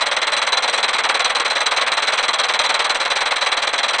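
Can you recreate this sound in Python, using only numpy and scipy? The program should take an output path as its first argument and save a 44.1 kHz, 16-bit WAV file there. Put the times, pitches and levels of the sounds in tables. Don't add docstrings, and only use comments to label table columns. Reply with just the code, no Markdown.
import sys
import numpy as np
from scipy import signal
from scipy.fft import rfft, irfft
from scipy.io import wavfile

SR = 44100
rng = np.random.default_rng(int(sys.argv[2]) if len(sys.argv) > 2 else 0)


def master_out(mix):
    frames = np.transpose(np.atleast_2d(mix))
    ceiling = np.clip(frames, -1, 1)
    pcm = np.round(ceiling * 32767).astype(np.int16)
    wavfile.write(sys.argv[1], SR, pcm)


N = 176400

# frequency_hz, relative_level_db
DRIVE_SPECTRUM = [(20, 3.5), (60, -15), (120, -3), (210, -5.5), (270, -14.5), (400, 2), (1000, 0.5),
                  (4000, -27.5), (10000, -43)]
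# time_s, lag_s
HANDOVER_LAG = [(0.0, 0.0074), (0.21, 0.0098), (0.31, 0.0087), (0.36, 0.0029), (0.46, 0.0026),
                (0.52, 0.0056), (0.57, 0.0021), (0.67, 0.004), (0.98, 0.0016), (1.19, 0.0074),
                (1.29, 0.0028), (1.34, .0055), (1.39, 0.0028), (1.6, 0.0026), (1.65, 0.0059),
                (1.76, 0.0057), (1.81, 0.0023), (1.96, 0.0071), (2.12, 0.0039), (2.38, 0.01),
                (2.43, 0.0049), (2.58, .0068), (2.63, 0.0024), (2.69, 0.0055), (2.74, 0.0026),
                (3.05, 0.0019), (3.15, 0.0053), (3.36, 0.0014), (3.56, 0.0047), (3.67, 0.0033),
                (3.72, 0.0099), (3.98, 0.0065)]
# time_s, gain_db
HANDOVER_ACCENTS = [(.52, .7), (.62, .6), (.67, -1.2), (.93, .7), (1.08, 1.5), (1.24, .4), (1.29, -1.1),
                    (1.5, -1.1), (1.6, -.7), (2.58, .6), (2.69, .9), (3.05, -1), (3.36, -1), (3.56, -1.2)]
# frequency_hz, relative_level_db
PLATE_SPECTRUM = [(180, -16.5), (260, -16), (320, -32.5), (420, -10.5), (540, 1.06), (780, 0.5), (870, 3),
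                  (970, 1), (1120, 4), (1230, 2.5), (1600, 1.1), (2200, 3), (2900, -0.5), (3550, 3),
                  (4400, 0), (5300, -5.5), (6200, -5), (6800, -25.5), (8400, -1.5), (9200, -41)]
# frequency_hz, t60_s
PLATE_DECAY = [(200, 0.27), (600, 0.098), (1300, 0.1), (2500, 0.061), (5000, 0.011), (9000, 0.013)]
# time_s, gain_db
PLATE_DRIFT = [(0, -0.8), (1.1, 0.3), (2.2, 0.26), (2.999, 0), (4.0, -0.5)]
# pitch_hz, level_db, t60_s, pitch_spread_ratio
STEEL_MODES = [(3270, -8.5, 0.21, 0.017), (3514, -9, 0.11, .02), (3962, 2, 0.071, 0.0088),
               (4082, -0.5, 0.068, 0.0065), (5967, -3.5, 0.028, .018), (6470, -16, 0.04, 0.0096),
               (7255, -14, 0.04, 0.0075), (7450, -17.5, 0.065, .002), (8070, -12, 0.032, 0.0056),
               (8450, -11, 0.058, 0.0028), (8260, -9.5, 0.026, 0.013), (8660, -10, 0.035, 0.0023),
               (8800, -15, .028, 0.0056)]
# time_s, unscaled_gain_db
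TREBLE_LEVEL = [(0.02, 0.4), (0.27, 2.4), (0.48, -0.8), (0.58, 2.5), (0.79, 2.4), (0.89, -2.4), (0.94, 1.5),
                (1.0, -2.8), (1.2, 0.4), (1.31, -2.7), (1.46, 2.9), (1.51, -4.4), (1.56, -0.2),
                (3.63, -0.3), (3.68, 2.4), (3.94, -2.5)]
# time_s, peak_db
HEAVY_THUMPS = [(.33, -46), (1.048, -44), (1.257, -44), (1.774, -42), (2.6, -43), (2.963, -45),
                (3.112, -45), (3.578, -46), (3.947, -42)]

BEATS_PER_S = 19.364
DRIVE_DB, PLATE_DB, GEAR_DB, THUMP_DB = -48.5, -20, -25, -58.5
RATTLE_DB, RATTLE_SPREAD_DB, RATTLE_CROWDING = -21.5, 11, 1.8
VOLLEY_S, VOLLEY_SKEW = .017, 1.2
VOLLEY_SPREAD, JITTER_S = .2, .0006
LEAD_S, BUILD_S = .0018, .0022
BUILD_SPREAD = .36
LIMP_DB, LIMP_STRETCH = .24, .07
KNOCK_SPREAD_DB, BEAT_SPREAD_DB = 2.5, .18
BOUNCE_S, BOUNCE_DB = .011, -6
PLATE_LOW_CUT_HZ, BENDING_DELAY_S = 278, .000989
TREBLE_LEVEL_SCALE, MODE_SPREAD_DB = .4, 5.5
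CLINK_SPREAD_DB, FLARE_DB = 5.5, .62
THUMP_DELAY_S, THUMP_SPREAD_DB, THUMP_WIDTH_S, HEAVY_WIDTH_S = .007, 2, .0045, .003
ROOM_DB, ROOM_T60_S, ROOM_DELAY_S, ROOM_DULL_HZ = -8.5, .36, .012, 2660
UPWARD_LIMIT, DOWNWARD_LIMIT = .5, .66
SHELF_HZ, SHELF_DB, CUTOFF_HZ = 8530, -5.5, 9950


def from_db(db):
    return 10 ** (np.asarray(db) / 20)


def rms_one(x):
    return x / np.sqrt(np.mean(x ** 2) + 1e-20)


def at_hz(table, hz):
    table_hz, value = np.transpose(table)
    return np.interp(np.log(np.maximum(hz, 1)), np.log(table_hz), value)


def cut(x, hz, kind, order=2):
    return signal.sosfilt(signal.butter(order, hz, kind, fs=SR, output="sos"), x)


def drive_rumble():
    colour = from_db(at_hz(DRIVE_SPECTRUM, np.fft.rfftfreq(N, 1 / SR)))
    return from_db(DRIVE_DB) * rms_one(irfft(rfft(rng.standard_normal(N)) * colour, N))


def handover_times():
    even = np.arange(int(N / SR * BEATS_PER_S) + 1) / BEATS_PER_S
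    return even + np.interp(even, *np.transpose(HANDOVER_LAG))


def carrier_rattles(beats, count=8):
    shape = (count, len(beats))
    times = beats - rng.random(shape) ** RATTLE_CROWDING / BEATS_PER_S
    forces = from_db(RATTLE_DB + RATTLE_SPREAD_DB * rng.uniform(-1.8, 1, shape))
    return np.array([times, forces])


def handover_knocks(beats, count=20):
    shape = (count, len(beats))
    length, build, early, strength = rng.standard_normal((len(beats), 4)).T
    turn = (np.arange(count)[:, None] + rng.random(shape)) / count
    limp = (-1) ** np.arange(len(beats))
    accent_s, accent_db = np.transpose(HANDOVER_ACCENTS)
    accents = np.bincount(np.round(accent_s * BEATS_PER_S).astype(int), accent_db, len(beats))
    delays = VOLLEY_S * np.exp(VOLLEY_SPREAD * length + LIMP_STRETCH * limp) * turn ** VOLLEY_SKEW
    times = beats - LEAD_S - JITTER_S * early + delays
    onset = np.minimum(delays / (BUILD_S * np.exp(BUILD_SPREAD * build)), 1)
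    forces = from_db(KNOCK_SPREAD_DB * rng.standard_normal(shape)) * onset
    forces /= np.sqrt(np.mean(forces ** 2, axis=0))
    forces *= from_db(BEAT_SPREAD_DB * strength + LIMP_DB * limp + accents)
    bounce_times = times + BOUNCE_S * 2 * rng.random(shape)
    return np.array([np.vstack([times, bounce_times]), np.vstack([forces, from_db(BOUNCE_DB) * forces])])


def damped_modes(hz, t60):
    t = (np.arange(SR // 6) / SR).astype("f")
    omega = (2 * np.pi * hz).astype("f")
    damping = (np.log(1000) / t60).astype("f")
    return np.sin(np.outer(omega, t)) * np.exp(-np.outer(damping, t))


def strike(times, forces, responses, stretches=8):
    track = np.zeros((stretches, N + 2 * SR), "f")
    struck = rng.integers(0, len(responses), times.size)
    starts = np.round(SR + times.ravel() * SR).astype(int)
    for start, force, k in zip(starts, forces.ravel(), struck):
        track[k % stretches, start:start + responses.shape[1]] += force * responses[k]
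    return rms_one(track[:, SR:SR + N]) / stretches ** .5


def track_plate(times, forces, modes=700, points=96):
    root_hz_range = np.sqrt([PLATE_SPECTRUM[0][0], PLATE_SPECTRUM[-1][0]])
    hz = np.interp(np.arange(modes) + rng.uniform(.3, .7, modes), [0, modes], root_hz_range) ** 2
    polarity = rng.choice([-1, 1], (points, modes))
    mixture = polarity * from_db(at_hz(PLATE_SPECTRUM, hz)) * np.sqrt(np.gradient(hz))
    ringing = strike(times, forces, mixture.astype("f") @ damped_modes(hz, at_hz(PLATE_DECAY, hz)))
    dispersion = np.exp(-4j * np.pi * BENDING_DELAY_S * np.sqrt(1000 * np.fft.rfftfreq(N, 1 / SR)))
    dispersed = irfft(rfft(ringing) * dispersion, N)
    drift_db = np.interp(np.arange(N) / SR, *np.transpose(PLATE_DRIFT))
    return from_db(PLATE_DB + drift_db) * cut(dispersed, PLATE_LOW_CUT_HZ, "high", order=4)


def horn_gears(times, forces, beats, count=48):
    hz, db, t60, spread = np.transpose(STEEL_MODES)
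    shape = (count, len(hz))
    rank = np.argsort(rng.random(shape), axis=0)
    detune = np.sqrt(3) * (2 * (rank + .5) / count - 1)
    tunings = hz * (1 + spread * detune)
    balances = rng.choice([-1, 1], shape) * from_db(db + MODE_SPREAD_DB * rng.uniform(-.9, 1, shape))
    responses = np.array([mix @ damped_modes(tuning, t60) for tuning, mix in zip(tunings, balances)])
    treble_db = TREBLE_LEVEL_SCALE * np.interp(beats, *np.transpose(TREBLE_LEVEL))
    beat_db = treble_db + FLARE_DB * rng.standard_normal(len(beats))
    clinks = from_db(beat_db + CLINK_SPREAD_DB * rng.standard_normal(times.shape))
    return from_db(GEAR_DB) * cut(strike(times, forces * clinks, responses), hz=1400, kind="high")


def low_thumps(times, gains, width_s):
    at = np.round(times * SR).astype(int)
    inside = (at >= 0) & (at < N)
    impulses = np.bincount(at[inside], -gains[inside], N)
    t = np.arange(-SR // 20, SR // 20) / SR
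    bell = np.exp(-(t / width_s) ** 2)
    return cut(signal.fftconvolve(impulses, bell, "same"), hz=7.3, kind="high")


def thump_train(beats):
    gains = from_db(THUMP_SPREAD_DB * rng.uniform(-1, 1, len(beats)))
    soft = low_thumps(beats + THUMP_DELAY_S, gains, THUMP_WIDTH_S)
    heavy_s, heavy_db = np.transpose(HEAVY_THUMPS)
    heavy = low_thumps(heavy_s, from_db(heavy_db), HEAVY_WIDTH_S)
    return from_db(THUMP_DB) * rms_one(soft) + heavy


def workshop_reverb(x):
    t = np.arange(N) / SR
    decay = np.exp(-np.log(1000) * t / ROOM_T60_S) * (t > ROOM_DELAY_S)
    tail = cut(rng.standard_normal(N) * decay, ROOM_DULL_HZ, "low", order=3)
    return from_db(ROOM_DB) * np.std(x) * rms_one(irfft(rfft(x) * rfft(tail), N))


def scene():
    beats = handover_times()
    times, forces = np.hstack([handover_knocks(beats), carrier_rattles(beats)])
    stretches = track_plate(times, forces) + horn_gears(times, forces, beats)
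    clatter = sum(stretch + workshop_reverb(stretch) for stretch in stretches)
    return (clatter + thump_train(beats) + drive_rumble())[None]


def record(dry):
    limit = np.where(dry > 0, UPWARD_LIMIT, DOWNWARD_LIMIT)
    rounded = dry / (1 + (dry / limit) ** 6) ** (1 / 6)
    leak = from_db(SHELF_DB)
    shelf = leak + (1 - leak) / (1 + (np.fft.rfftfreq(N, 1 / SR) / SHELF_HZ) ** 100)
    low_pass = signal.ellip(10, .1, 80, CUTOFF_HZ, fs=SR, output="sos")
    return signal.sosfilt(low_pass, irfft(rfft(rounded) * shelf, N))


dry = scene()
out = record(dry)
master_out(out)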